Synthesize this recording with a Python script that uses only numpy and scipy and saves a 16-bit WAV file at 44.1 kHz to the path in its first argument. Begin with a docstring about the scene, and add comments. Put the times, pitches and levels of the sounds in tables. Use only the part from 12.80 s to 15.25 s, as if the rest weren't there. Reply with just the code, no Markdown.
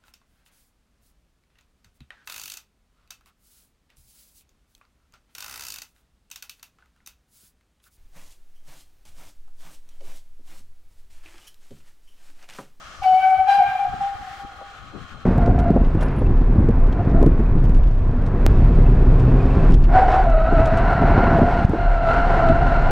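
"""One whistle blast from a small rolling steam locomotive, heard in stereo from the platform.
The whistle's bell sounds a low note, jumps up a semitone as the valve opens wide, and sags as it shuts;
the steam jet hisses at its lip and droplets add a gritty spray. Wagons, buildings and trees throw the
blast back across the yard. Underneath, the engine simmers, leaks steam, rumbles and knocks once,
while wind buffets the microphone from the left."""
import sys
import numpy as np
from scipy import signal
from scipy.fft import rfft, irfft
from scipy.io import wavfile
from scipy.ndimage import uniform_filter1d

SR = 44100
rng = np.random.default_rng(int(sys.argv[2]) if len(sys.argv) > 2 else 0)


def dump_mix(stems):
    """Bounce the given channels to the path in sys.argv[1] as a 16-bit WAV at rate SR."""
    frames = np.atleast_2d(stems).T  # one column per channel
    limited = np.clip(frames, -1, 1)  # hard clip at full scale
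    pcm = np.round(limited * 32767).astype(np.int16)
    wavfile.write(sys.argv[1], SR, pcm)


N = 108045
T = np.arange(N) / SR
FREQS = np.maximum(np.arange(N // 2 + 1) * SR / N, 1)

# Noise at the microphone. Each row: frequency in Hz, left-right correlation.
MIC_CORRELATION = [(100, 0.73), (800, 1), (1400, 0.56), (2800, 0.076), (6000, 0.39), (13000, 0.19)]
# Its lean to the left. Each row: frequency in Hz, left over right in dB.
MIC_BALANCE = [(100, 7), (800, 2), (1300, 2), (2400, 2), (6000, 0), (15000, 1.5)]
# Wind on the microphone. Each row: centre and half length in seconds, level in dB, top edge in Hz.
GUSTS = [(0.213, 0.022, -37.5, 99.5), (.335, 0.011, -41, 300), (.595, 0.015, -36.5, 192),
         (0.791, 0.0093, -33.5, 220), (0.884, 0.023, -39, 160), (1.085, 0.025, -35.5, 155),
         (1.144, .009, -30, 290), (1.199, 0.033, -39, 230), (1.352, 0.0057, -33, 253),
         (1.412, 0.015, -38, 200), (1.512, 0.0039, -37, 144), (1.647, 0.0088, -35, 306),
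         (2.053, 0.034, -37.5, 170), (2.164, 0.022, -33, 447), (2.231, 0.021, -35.5, 199),
         (2.346, 0.028, -37.5, 250), (2.426, 0.042, -41, 221)]

# Colours of the locomotive's noises. Each row: frequency in Hz, relative spectral density in dB.
SIMMER_SPECTRUM = [(530, -45), (970, -21), (1060, -10), (1290, -2), (1880, -9.5), (2300, -13),
                   (3180, -13.5), (3710, -17.5), (4200, -21.5), (5180, -25), (7150, -26.5), (9500, -38),
                   (15500, -46)]
LEAK_SPECTRUM = [(700, -9), (1300, -2), (1900, 6), (2600, -11.5), (4800, -10), (7500, -19.5), (10000, -24),
                 (15500, -29)]
SIZZLE_SPECTRUM = [(2500, -24), (4500, 1.5), (6000, 4), (8000, -7), (11000, -14.5), (15500, -27)]
SPRAY_SPECTRUM = [(2500, -18), (6000, -0.5), (15500, -2.5)]
JET_SPECTRUM = [(300, -39.5), (560, -23), (700, 12.5), (860, 0.5), (980, 2), (1200, -3), (1900, -7),
                (2900, -1), (3600, -11), (5200, -14.5), (8000, -24), (11000, -27), (15500, -32)]
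RUMBLE_SPECTRUM = [(20, -7.5), (50, -5.5), (120, -9), (250, -20), (450, -20), (750, -13),
                   (1100, -27), (2500, -52), (15000, -79.5)]
# Rise and fall of the steam noises. Each row: time in seconds, level in dB.
SIMMER_LEVEL = [(0, -44), (.6, -49), (1.2, -43.5), (1.7, -48), (2.1, -45.5), (2.45, -47.5)]
LEAK_LEVEL = [(0, -60.5), (.6, -53), (1.05, -51.5), (1.35, -50), (1.62, -45), (1.65, -57), (1.77, -52.5),
              (2.45, -94)]
SIZZLE_LEVEL = [(0, -55), (.25, -55), (.6, -71), (2.45, -75)]
SPRAY_LEVEL = [(.21, -79.5), (.28, -60), (.61, -60.5), (.65, -72.5), (.685, -60.5), (.82, -60),
               (.86, -65.5), (1.06, -64)]
JET_LEVEL = [(.20, -80.5), (.235, -36.5), (.33, -45.5), (.43, -42.5), (.56, -49), (.65, -58.5), (.69, -34),
             (.78, -38.5), (.83, -42), (.90, -51.5)]
# Resonances and hollows of the simmer. Each row: centre and half width in Hz, level or cut in dB.
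SIMMER_PEAKS = [(1077.5, 7.2, -59), (1143, 16, -53.5), (1251.4, 35, -51), (1350, 16, -61),
                (1433, 9.1, -53.5), (3200, 48, -60.5), (4124, 89, -64)]
SIMMER_DIPS = [(1563, 13, -16), (1953, 45, -14.5)]

# The yard's decay. Each row: frequency in Hz, seconds to fall by 60 dB.
YARD_T60 = [(700, 2.7), (1900, 2.24), (3200, 1.7), (8000, 0.84), (15000, 1.3)]
# The yard's colour. Each row: frequency in Hz, relative gain in dB.
YARD_COLOUR = [(730, -5.5), (1150, 2), (1900, 2.5), (3000, 2.5), (5000, -3.5), (8000, -1.5), (12000, 0)]
# Surfaces, near to far. Each row: delay in seconds, low and high note gain in dB before dulling.
ECHOES = [(.05875, -24.3, -12.4), (.10884, -23.8, -1.4), (.14707, -12.2, -21.6), (.24788, -10, -6.7),
          (.31289, -26.3, -10.4), (.43705, -24.3, -14.7), (.52631, -27, -7.8), (.66919, -27.5, -20.8),
          (.9126, -31.5, -24.9), (1.10438, -39, -28.1)]

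# Pitch of the whistle's notes. Each row: time in seconds, pitch in Hz.
LOW_PITCH = [(.215, 763.7), (.25, 756.9), (.28, 748.9), (.34, 746.2), (.40, 758.1), (.43, 760.1),
             (.52, 757), (.58, 759.9), (.67, 757.7)]
HIGH_PITCH = [(.667, 817.9), (.69, 799.9), (.715, 789.4), (.75, 803.9), (.81, 788), (.88, 796.5)]
SAG_PITCH = [(.785, 762.7), (.808, 753.7), (.832, 732.2), (.857, 717.2), (.915, 715.6)]
# Their fundamentals. Each row: time in seconds, level in dB.
LOW_LEVEL = [(.215, -46.5), (.224, -28.6), (.24, -30.4), (.262, -13.1), (.365, -12.8), (.42, -18),
             (.435, -15.1), (.545, -12.6), (.577, -14.9), (.61, -11.4), (.635, -19.3), (.705, -17.3),
             (.746, -26.4)]
HIGH_LEVEL = [(.667, -33.7), (.685, -13.5), (.72, -14.1), (.75, -15.9), (.81, -28.3), (.865, -20.1),
              (.885, -24.2)]
SAG_LEVEL = [(.785, -37.9), (.808, -10.5), (.832, -17.3), (.857, -30.2), (.915, -35.4)]
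# Their overtones. Each row: time in seconds, levels of partials two, three and four in dB.
LOW_OVERTONES = [(.215, -55.5, -61, -57.5), (.243, -40.5, -35.5, -46.5), (.295, -49, -48, -46.5),
                 (.365, -47, -40, -48.5), (.432, -34.5, -32, -44.5), (.48, -39, -38, -52.5),
                 (.595, -35.5, -36, -51.5), (.66, -48.5, -56.5, -65)]
HIGH_OVERTONES = [(.667, -45.5, -57, -67), (.686, -35, -35.5, -44), (.74, -30, -44, -43),
                  (.79, -43.5, -42, -49.5), (.885, -40, -51, -65)]
SAG_OVERTONES = [(.785, -34.5, -37.5, -48.5), (.915, -57, -48, -69.5)]
# Top partials against the fourth. Each row: multiple, dB in the low and sagging notes, dB in the high.
TOP_PARTIALS = [(5, -12.5, -0.5), (6, -11.5, -11.5), (7, -21, -17)]

TREBLE_FROM_HZ = 780   # above this, echoes dull and the wagons scatter


def from_db(db):
    """Decibels to gain."""
    return 10 ** (np.asarray(db) / 20)


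def unit_rms(x):
    """Scale to unit power."""
    return x / np.sqrt(np.mean(x ** 2) + 1e-20)


def in_time(rows):
    """The columns of a curve, joined by straight lines."""
    times, *columns = np.transpose(rows)
    return [np.interp(T, times, column) for column in columns]


def at_hz(rows, hz):
    """Read a spectrum on a log-frequency axis."""
    row_hz, values = np.transpose(rows)
    return np.interp(np.log(hz), np.log(row_hz), values)


def pan(left_db):
    """Left and right gains for a level difference."""
    return from_db(np.array([[.5], [-.5]]) * left_db)


def swell(centre_s, half_length_s):
    """A bell-shaped rise and fall."""
    return np.exp(-.5 * ((T - centre_s) / half_length_s) ** 2)


def gate(rows):
    """Open from the first to the last point of a curve."""
    return uniform_filter1d(((T > rows[0][0]) & (T < rows[-1][0])) * 1., size=200)


def drift(rate_hz):
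    """A random wander with spread 1."""
    return unit_rms(irfft(rfft(rng.standard_normal(N)) / (1 + (FREQS / rate_hz) ** 2), N))


def stereo_noise(colour):
    """Unit-power noise, left of the microphone and wider in the treble."""
    mid, side = rfft(rng.standard_normal((2, N)))
    alike = at_hz(MIC_CORRELATION, FREQS)
    pair = np.sqrt(1 + alike) * mid + np.sqrt(1 - alike) * side * [[1], [-1]]
    return unit_rms(irfft(pair * colour * pan(at_hz(MIC_BALANCE, FREQS)), N))


def hiss(spectrum):
    """Stereo noise from a spectrum table."""
    return stereo_noise(from_db(at_hz(spectrum, FREQS)))


def resonance(hz, half_width_hz):
    """Stereo noise in one resonance."""
    return stereo_noise(1 / (1 + ((FREQS - hz) / half_width_hz) ** 2))


def wind():
    """Short low buffets right on the microphone, mostly on its left side."""
    gusts = 0
    for centre_s, half_length_s, db, top_hz in GUSTS:
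        buffet = stereo_noise(1 / (1 + (FREQS / top_hz) ** 3.36))
        gusts += from_db(db) * swell(centre_s, half_length_s) * buffet
    return gusts * from_db([[0], [-12.5]])


def engine():
    """Simmering steam with singing resonances, two leaks, one dull knock and the rumble of rolling."""
    dips_db = sum(db * np.exp(-((FREQS - hz) / width) ** 2) for hz, width, db in SIMMER_DIPS)
    simmer_gain = from_db(in_time(SIMMER_LEVEL)[0] + 2 * drift(rate_hz=9.6))
    simmer = simmer_gain * stereo_noise(from_db(at_hz(SIMMER_SPECTRUM, FREQS) + dips_db))
    singing = sum(from_db(db) * resonance(hz, width) for hz, width, db in SIMMER_PEAKS)
    leak = from_db(in_time(LEAK_LEVEL)[0]) * hiss(LEAK_SPECTRUM)
    sizzle = from_db(in_time(SIZZLE_LEVEL)[0]) * hiss(SIZZLE_SPECTRUM)
    knock = from_db(-40.5) * swell(1.817, half_length_s=.01) * resonance(670, half_width_hz=160)
    rumble = from_db(-49) * hiss(RUMBLE_SPECTRUM)
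    return simmer + singing + leak + sizzle + knock + rumble


def yard_scatter(blast):
    """Trees and wagons around the platform scatter the blast into a tail that dies band by band."""
    build_s = .026
    edges_hz = np.geomspace(225, 15800, 10)
    wagons = from_db(1) * swell(.18, half_length_s=.023)   # a treble burst off the parked wagons
    scatter, response = rfft(stereo_noise(1.)), 0
    for low, high in zip(edges_hz, edges_hz[1:]):
        hz = np.sqrt(low * high)
        band = irfft(scatter * ((FREQS >= low) & (FREQS < high)), N)
        envelope = from_db(-60 * T / at_hz(YARD_T60, hz)) + wagons * (low > TREBLE_FROM_HZ)
        response += band * from_db(at_hz(YARD_COLOUR, hz)) * envelope
    response *= (1 - np.exp(-T / build_s)) * np.sqrt(10 / SR)
    return from_db(-7.5) * signal.fftconvolve(blast.mean(0)[None], response, axes=1)[:, :N]


def echoes(low, high):
    """Single reflections, duller the more distant the surface; each surface favours one note."""
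    dull_db_per_octave_s, lag_s = 27, .0001
    size = 2 * N
    hz = np.arange(N + 1) * SR / size
    octaves = np.log2(np.maximum(hz / TREBLE_FROM_HZ, 1))
    # The notes come back rounder than they left.
    round_low = rfft(low.mean(0), size) * from_db(-3.5 * octaves)
    round_high = rfft(high.mean(0), size) * from_db(-4 * octaves)
    returns = 0
    for k, (delay_s, low_db, high_db) in enumerate(ECHOES):
        arrival_s = delay_s + (-1) ** k * lag_s * np.array([[.5], [-.5]])   # each side leads in turn
        path = np.exp(-2j * np.pi * hz * arrival_s) * from_db(-dull_db_per_octave_s * octaves * delay_s)
        returns += (from_db(low_db) * round_low + from_db(high_db) * round_high) * path
    return irfft(returns * pan(left_db=2), size)[:, :N]


def spray():
    """Droplets in the steam make a sustained, gritty top hiss."""
    grit = unit_rms(from_db(5 * drift(rate_hz=600)) * hiss(SPRAY_SPECTRUM))
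    return gate(SPRAY_LEVEL) * from_db(in_time(SPRAY_LEVEL)[0]) * grit


def steam_jet():
    """The jet that drives the whistle sputters at its lip."""
    sputter_db = 2 * drift(rate_hz=15)
    return gate(JET_LEVEL) * from_db(in_time(JET_LEVEL)[0] + sputter_db) * hiss(JET_SPECTRUM)


def pipe_note(pitch, level, overtones, top_db):
    """A pipe tone with a slight jitter; its overtones flutter in the air on the way to the microphone."""
    jitter_rad, rasp_rad, flutter_db, flutter_hz = .099, .11, 3.5, 23
    spread_rad = np.sqrt(-np.log(.5))   # leaves the overtones half alike left and right
    second, third, fourth = in_time(overtones)
    phase = 2 * np.pi * np.cumsum(in_time(pitch)[0]) / SR + jitter_rad * drift(rate_hz=31)
    tone = from_db(in_time(level)[0]) * np.sin(phase) * pan(left_db=4)
    partials_db = [second, third, fourth] + [fourth + db for db in top_db]
    for multiple, db in enumerate(partials_db, 2):
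        gain = from_db(db + flutter_db * drift(flutter_hz))
        rough_phase = multiple * (phase + rasp_rad * drift(rate_hz=85))
        pair = np.array([np.sin(rough_phase + spread_rad * drift(flutter_hz)) for _ in range(2)])
        tone += gain * pan(left_db=.95) * pair
    return np.sqrt(2) * tone * gate(level)


def whistle():
    """Steam sounds the bell: the low note with its opening spit and closing sag, and the high note."""
    spit_hz = 803.8   # the upper note speaks briefly as the valve cracks open
    _, soft_top_db, hard_top_db = np.transpose(TOP_PARTIALS)
    spit = from_db(-24) * swell(.24, half_length_s=.01) * np.sin(2 * np.pi * spit_hz * T)
    low = pipe_note(LOW_PITCH, LOW_LEVEL, LOW_OVERTONES, soft_top_db)
    sag = pipe_note(SAG_PITCH, SAG_LEVEL, SAG_OVERTONES, soft_top_db)
    high = pipe_note(HIGH_PITCH, HIGH_LEVEL, HIGH_OVERTONES, hard_top_db)
    return spit + low + sag, high


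def scene():
    """From the platform: the blast and its reflections over engine and wind."""
    low, high = whistle()
    jet = steam_jet()
    scattered = yard_scatter(from_db(-11) * low + high + jet)   # the softer low note scatters less
    blast = low + high + jet + spray()
    return blast + echoes(low, high) + scattered + engine() + wind()


def record(dry):
    """The top is cut steeply at 15.8 kHz."""
    return signal.sosfiltfilt(signal.ellip(10, .1, 70, 15800, fs=SR, output="sos"), dry)


dry = scene()
out = record(dry)
dump_mix(out)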